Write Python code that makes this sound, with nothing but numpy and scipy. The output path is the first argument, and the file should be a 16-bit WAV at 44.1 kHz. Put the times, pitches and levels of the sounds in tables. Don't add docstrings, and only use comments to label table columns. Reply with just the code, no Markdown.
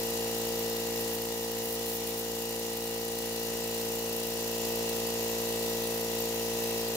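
import sys
import numpy as np
from scipy import signal
from scipy.fft import rfft, irfft, next_fast_len
from scipy.io import wavfile
from scipy.ndimage import uniform_filter1d

SR = 44100
rng = np.random.default_rng(int(sys.argv[2]) if len(sys.argv) > 2 else 0)


def wrap_up_sound(samples):
    columns = np.atleast_2d(samples).T
    tamed = np.clip(columns, -1, 1)
    steps = np.round(tamed * 32767).astype(np.int16)
    wavfile.write(sys.argv[1], SR, steps)


N = 306936
TIME = np.arange(N) / SR
STROKE_HZ, SAG_HZ_PER_S = 57.3905, .0039
TOP_ORDER = 43
LAG_S = .00014
SWITCH_S = 1.32

# (left level/dB, right level/dB)
STRONG_HARMONICS = [(-55.5, -56), (-52, -54), (-51, -55), (-44, -44.5), (-57.5, -57.5), (-46.6, -48),
                    (-53.5, -52), (-37.5, -38), (-45, -49), (-57.5, -50.5), (-58, -52), (-49, -58),
                    (-53.5, -58), (-57.5, -50.5), (-54.5, -57.5), (-54, -68), (-52, -68.5)]
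# (f/Hz, bandwidth/Hz, left level/dB, right level/dB)
CASING_MODES = [(2660, 76, -6.5, -4), (2857, 140, -2, -3), (3730, 530, -8, -8), (4113, 175, 0, 4.5),
                (4610, 1400, -6.5, -4.5), (5830, 440, -3, -0.5), (6150, 99, 1, 0), (7010, 550, -1.5, -4.5),
                (8140, 260, -20, -10.5), (8720, 240, -19, -2), (9840, 75, -4, -2.5), (10480, 210, -23, 1.5),
                (11200, 650, -31, -21.5), (12200, 520, -9, -12)]
# (f/Hz, bandwidth/Hz, left level/dB, right level/dB)
REED_MODES = [(13980, 380, -4, -3), (14225, 120, -2, -5), (14440, 40, 9, 8), (14580, 90, -5, -6)]
# (t/s, duration/s, landing level/dB, lifting level/dB)
FINGER_SLIDES = [(.995, .155, -42, -40.5), (1.365, .012, -51, -52), (1.63, 0.12, -43, -39),
                 (1.857, 0.11, -40, -39), (2.07, .13, -42, -41)]


def amp(db):
    return 10 ** (np.asarray(db) / 20)


def unit(x):
    return x / np.sqrt(np.mean(x ** 2) + 1e-20)


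def along(points, hz):
    f, v = np.transpose(points)
    return np.interp(np.log(hz + 1), np.log(f), v)


def wobble(rate):
    knots = rng.standard_normal(int(N * rate / SR) + 4)
    return np.interp(TIME * rate, np.arange(len(knots)), knots)


def filtered(x, response):
    m = next_fast_len(N + SR // 2)
    return irfft(rfft(x, m) * response(np.fft.rfftfreq(m, 1 / SR)), m)[..., :N]


def ringing(modes):
    return lambda f: sum((-1) ** k * amp([[left], [right]]) * 1j * f * bw / (f0**2 - f**2 + 1j * f * bw)
                         for k, (f0, bw, left, right) in enumerate(modes))


def strokes():
    return .049 + STROKE_HZ * TIME - SAG_HZ_PER_S * TIME ** 2 / 2


def impacts(starts, pattern, jitter_s, scatter_db, t60_s, noise_share, creep_rad, direct):
    cycles, hits = strokes(), np.zeros((2, N + SR))
    for part, *db in pattern:
        chance = rng.standard_normal((len(starts), 2))
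        onset = np.interp(starts + part, cycles, TIME, right=N / SR) + jitter_s * chance[:, 0]
        for side in (0, 1):
            place = (np.abs(onset)[:, None] + side * LAG_S) * SR + 8
            taps = place.astype(int) + np.arange(-7, 9)
            impulse = np.sinc(taps - place) * np.cos(np.pi * (taps - place) / 16) ** 2
            hits[side, taps] += amp(db[side] + scatter_db * chance[:, 1:]) * impulse
    decay = amp(-60 * np.arange(round(t60_s * SR)) / SR / t60_s)[None]
    spectra = rfft(decay * rng.standard_normal((2, 2, decay.size)))
    echoes = irfft(spectra / np.sqrt(np.abs(spectra)))
    echoes *= np.linalg.norm(decay) / np.linalg.norm(echoes, axis=2, keepdims=True)
    tails = [signal.fftconvolve(hits, echo, axes=1)[:, :N] for echo in echoes]
    drift = creep_rad * wobble(1.2)
    coherent = np.cos(drift) * tails[0] + np.sin(drift) * tails[1]
    coherent += direct * np.linalg.norm(decay) * hits[:, :N]
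    envelope = np.sqrt(np.abs(signal.fftconvolve(hits ** 2, decay ** 2, axes=1)[:, :N]))
    incoherent = envelope * rng.standard_normal((2, N))
    return np.sqrt(1 - noise_share) * coherent + np.sqrt(noise_share) * incoherent


def partials(order, amplitudes, cycles, phase):
    # (t/s, depth 0-1)
    shift_depth = [(0, .5), (.62, 0.4), (.9, 0.6), (1.5, 0.8), (3.1, 0.8), (3.6, .2), (4.7, .01)]
    # (f/Hz, gain/dB)
    shift_spectrum = [(60, 1.2), (230, -.2), (290, 4.5), (345, 0.8), (400, -4.5), (490, 3), (600, -6),
                      (690, 0), (780, 2.5), (980, -0.5), (1500, 2.5), (2400, -0.5), (2670, -16), (2770, 3)]
    depth = np.interp(TIME, *np.transpose(shift_depth))
    shift_gains = amp(along(shift_spectrum, order * STROKE_HZ))
    scatter_rad = .85 * (order > len(STRONG_HARMONICS) + 2) * rng.standard_normal(len(order))
    leads = 2 * np.pi * order * STROKE_HZ * LAG_S + scatter_rad
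    touching = (TIME > FINGER_SLIDES[0][0]) & (TIME < sum(FINGER_SLIDES[-1][:2]))
    tones = np.zeros((2, N))
    for k, pair, offset, lead, shift_gain in zip(order, amplitudes.T, phase, leads, shift_gains):
        unsteadiness = .05 + .006 * k
        angle = 2 * np.pi * k * cycles + offset + unsteadiness * wobble(5)
        angle += .042 * touching * k * wobble(14)
        swing = np.sqrt(2) * (1 + depth * (shift_gain - 1)) * (1 + .6 * unsteadiness * wobble(3))
        tones += swing * pair[:, None] * np.cos(angle + np.array([[.5], [-.5]]) * lead)
    return tones


def motor_hum():
    # (f/Hz, level/dB)
    tones = [(120, -72), (360.05, -65)]
    return sum(np.sqrt(2) * amp(db + 2 * wobble(1)) * np.sin(2 * np.pi * hz * TIME) for hz, db in tones)


def cooling_air():
    # (f/Hz, level/dB)
    left_spectrum = [(25, -21), (60, -6.5), (200, -8.5), (380, -2), (480, 4.5), (620, -8.5), (900, -17),
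                     (1300, -8.5), (2500, -7), (6500, -7.5), (9000, -9), (11500, -7), (13500, -15.5),
                     (15700, -7)]
    right_spectrum = [(25, -16), (60, -12), (200, -6), (380, -2.5), (480, -1), (620, -4), (900, -3.5),
                      (1300, -12), (2500, -5.5), (6500, -9.5), (9000, -9.5), (11500, -10.5), (13500, -7),
                      (15700, -10)]
    # (f/Hz, coherence from 0 to 1)
    coherence = [(60, 0.62), (500, 0.54), (1000, .4), (2000, 0.24), (15000, 0.15)]

    def mid_side(hz):
        angle = np.arccos(np.clip(along(coherence, hz), -1, 1)) / 2
        return np.array([np.cos(angle), np.sin(angle)])

    def colour(hz):
        resonance = 1 + 1.43 * np.abs(ringing(CASING_MODES)(hz)) + 1.25 * np.abs(ringing(REED_MODES)(hz))
        delay = np.exp(1j * np.pi * hz * LAG_S * np.array([[1], [-1]]))
        return amp([along(left_spectrum, hz), along(right_spectrum, hz)]) * resonance * delay

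    spectrogram = signal.stft(rng.standard_normal((2, N + 512)), nperseg=512)[2]
    patches = uniform_filter1d(uniform_filter1d(rng.standard_normal(spectrogram.shape[1:]), 5, 0), 10, 1)
    patchy_noise = signal.istft(spectrogram * amp(1.3 * unit(patches)), nperseg=512)[1][:, :N]
    mid, side = filtered(patchy_noise, mid_side)
    swell = amp(1.2 * np.cos(2 * np.pi * (strokes() - .1)))
    return amp(-38.5) * unit(filtered(swell * np.array([mid + side, mid - side]), colour))


def fingers():
    # (f/Hz, level/dB)
    skin_spectrum = [(5000, -30), (8000, -10), (10500, -1), (12500, -1), (15900, 2), (16500, -60)]
    rise_s, fade_s, grip_s = .012, .025, .056
    envelope = 0
    for start, length, land_db, lift_db in FINGER_SLIDES:
        t = TIME - start
        landing = amp(land_db) * np.exp(-(t / grip_s) ** 2)
        lifting = amp(lift_db) * np.exp(-((t - length) / grip_s) ** 2)
        sliding = amp((land_db + lift_db) / 2 - 10)
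        gate = np.clip(1 + t / rise_s, 0, 1) * np.clip(1 + (length - t) / fade_s, 0, 1)
        envelope += gate * np.maximum(landing + lifting, sliding)
    grain = amp(2.5 * wobble(400)) * (rng.standard_normal((2, N)) + rng.standard_normal(N))
    return envelope * unit(filtered(grain, lambda hz: amp(along(skin_spectrum, hz))))


def shroud_drumming():
    # (f/Hz, bandwidth/Hz, left level/dB, right level/dB)
    bands = [(258, 40, -69, -76), (503, 140, -78, -80), (653, 110, -60.5, -64), (997, 70, -58.5, -61),
             (1947, 86, -67, -64.5), (2434, 130, -62.5, -69), (2668, 40, -54, -62), (2806, 280, -59.5, -62)]
    order = np.r_[4:20, 32:TOP_ORDER + 10] + .5
    power = sum(amp([[left], [right]]) ** 2 / (1 + (2 * (order * STROKE_HZ - f0) / bw) ** 4)
                for f0, bw, left, right in bands)
    phase = rng.uniform(0, 2 * np.pi, len(order))
    return partials(order, np.sqrt(power), strokes() + (TIME > SWITCH_S), phase)


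def loose_part(every_stroke):
    # (delay/strokes, left level/dB, right level/dB)
    bounces = [(.86, 0, 0), (.93, -8, -4), (1.04, -7, -4), (1.14, -6, -7), (1.24, -7, -7), (1.4, -10, -9)]
    switched = every_stroke > np.interp(SWITCH_S, TIME, strokes())
    starts = every_stroke[(every_stroke + switched) % 2 == 1]
    return impacts(starts, bounces, jitter_s=8e-6, scatter_db=2.5, t60_s=.015,
                   noise_share=.11, creep_rad=.74, direct=.22)


def casing(every_stroke, rattle):
    # (delay/strokes, left level/dB, right level/dB)
    blows = [(0.101, 12.5, 13), (.26, 12, -16), (.42, -12, -8), (0.598, 18, -17)]
    knocks = impacts(every_stroke, blows, jitter_s=8e-6, scatter_db=1.5, t60_s=.045,
                     noise_share=.097, creep_rad=1, direct=.5)
    modes = ringing(CASING_MODES)
    click = filtered(rattle, lambda hz: amp(-1) * 1j * hz / (9000 + 1j * hz))
    return amp(-44) * (unit(filtered(knocks, modes)) + unit(filtered(rattle, modes) + click))


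def reed_valve(every_stroke, rattle):
    # (delay/strokes, left level/dB, right level/dB)
    blows = [(0, 0, -5), (.1, -10, -14), (.2, -12, -12), (.4, -15, -8), (.56, -15, -11)]
    slaps = impacts(every_stroke, blows, jitter_s=4e-6, scatter_db=-3, t60_s=.008,
                    noise_share=.21, creep_rad=.33, direct=.75)
    return amp(-45.5) * unit(filtered(unit(slaps) + .25 * unit(rattle), ringing(REED_MODES)))


def piston_hum():
    # (f/Hz, left level/dB, right level/dB)
    weak_envelope = [(1080, -74, -61), (1260, -61, -73.5), (1655, -72.5, -78.5), (1675, -67, -71),
                     (1845, -57, -86), (1954, -54.5, -76), (2010, -68, -70), (2540, -69, -79)]
    order = np.arange(1, TOP_ORDER + 1)
    weak, contour = order > len(STRONG_HARMONICS), np.array(weak_envelope)
    db = np.array([along(contour[:, [0, side]], order * STROKE_HZ) for side in (1, 2)])
    db += order % 2 - .5
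    db[:, ~weak] = np.transpose(STRONG_HARMONICS)
    pulse_db = np.r_[db[0, 0] - 20, db.mean(0), np.full(21, db[1, -1] - 10)]
    cepstrum = irfft(np.log(amp(pulse_db)))
    cepstrum[len(cepstrum) // 2:] = 0
    phase = 2 * rfft(cepstrum).imag[1:TOP_ORDER + 1] - .7
    phase += 3 * (order > 9) * rng.standard_normal(TOP_ORDER)
    db += weak * rng.standard_normal(db.shape)
    return partials(order, amp(db), strokes() + .02, phase)


def scene():
    # (t/s, level/dB)
    hum_level = [(0, 1), (.62, 0.5), (.82, 0), (.98, 0.9), (1.3, -1), (2.4, -1.66), (3.1, -1.5),
                 (3.65, -0.3), (4.3, -0.55), (4.7, 1), (5.7, 1.5), (6.1, 1), (6.96, 1.5)]
    db = np.interp(TIME, *np.transpose(hum_level))
    waver = amp(.18 * wobble(10))
    hum = piston_hum() + shroud_drumming() + motor_hum()
    every_stroke = np.arange(int(strokes()[-1]) + 1)
    rattle = loose_part(every_stroke)
    clatter = reed_valve(every_stroke, rattle) + casing(every_stroke, rattle)
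    machine = amp(db) * hum + amp(.71 * db) * (clatter + cooling_air())
    return waver * machine + fingers()


def record(dry):
    return filtered(dry, lambda hz: np.clip((15870 - hz) / 150, 0, 1) ** 2)


dry = scene()
out = record(dry)
wrap_up_sound(out)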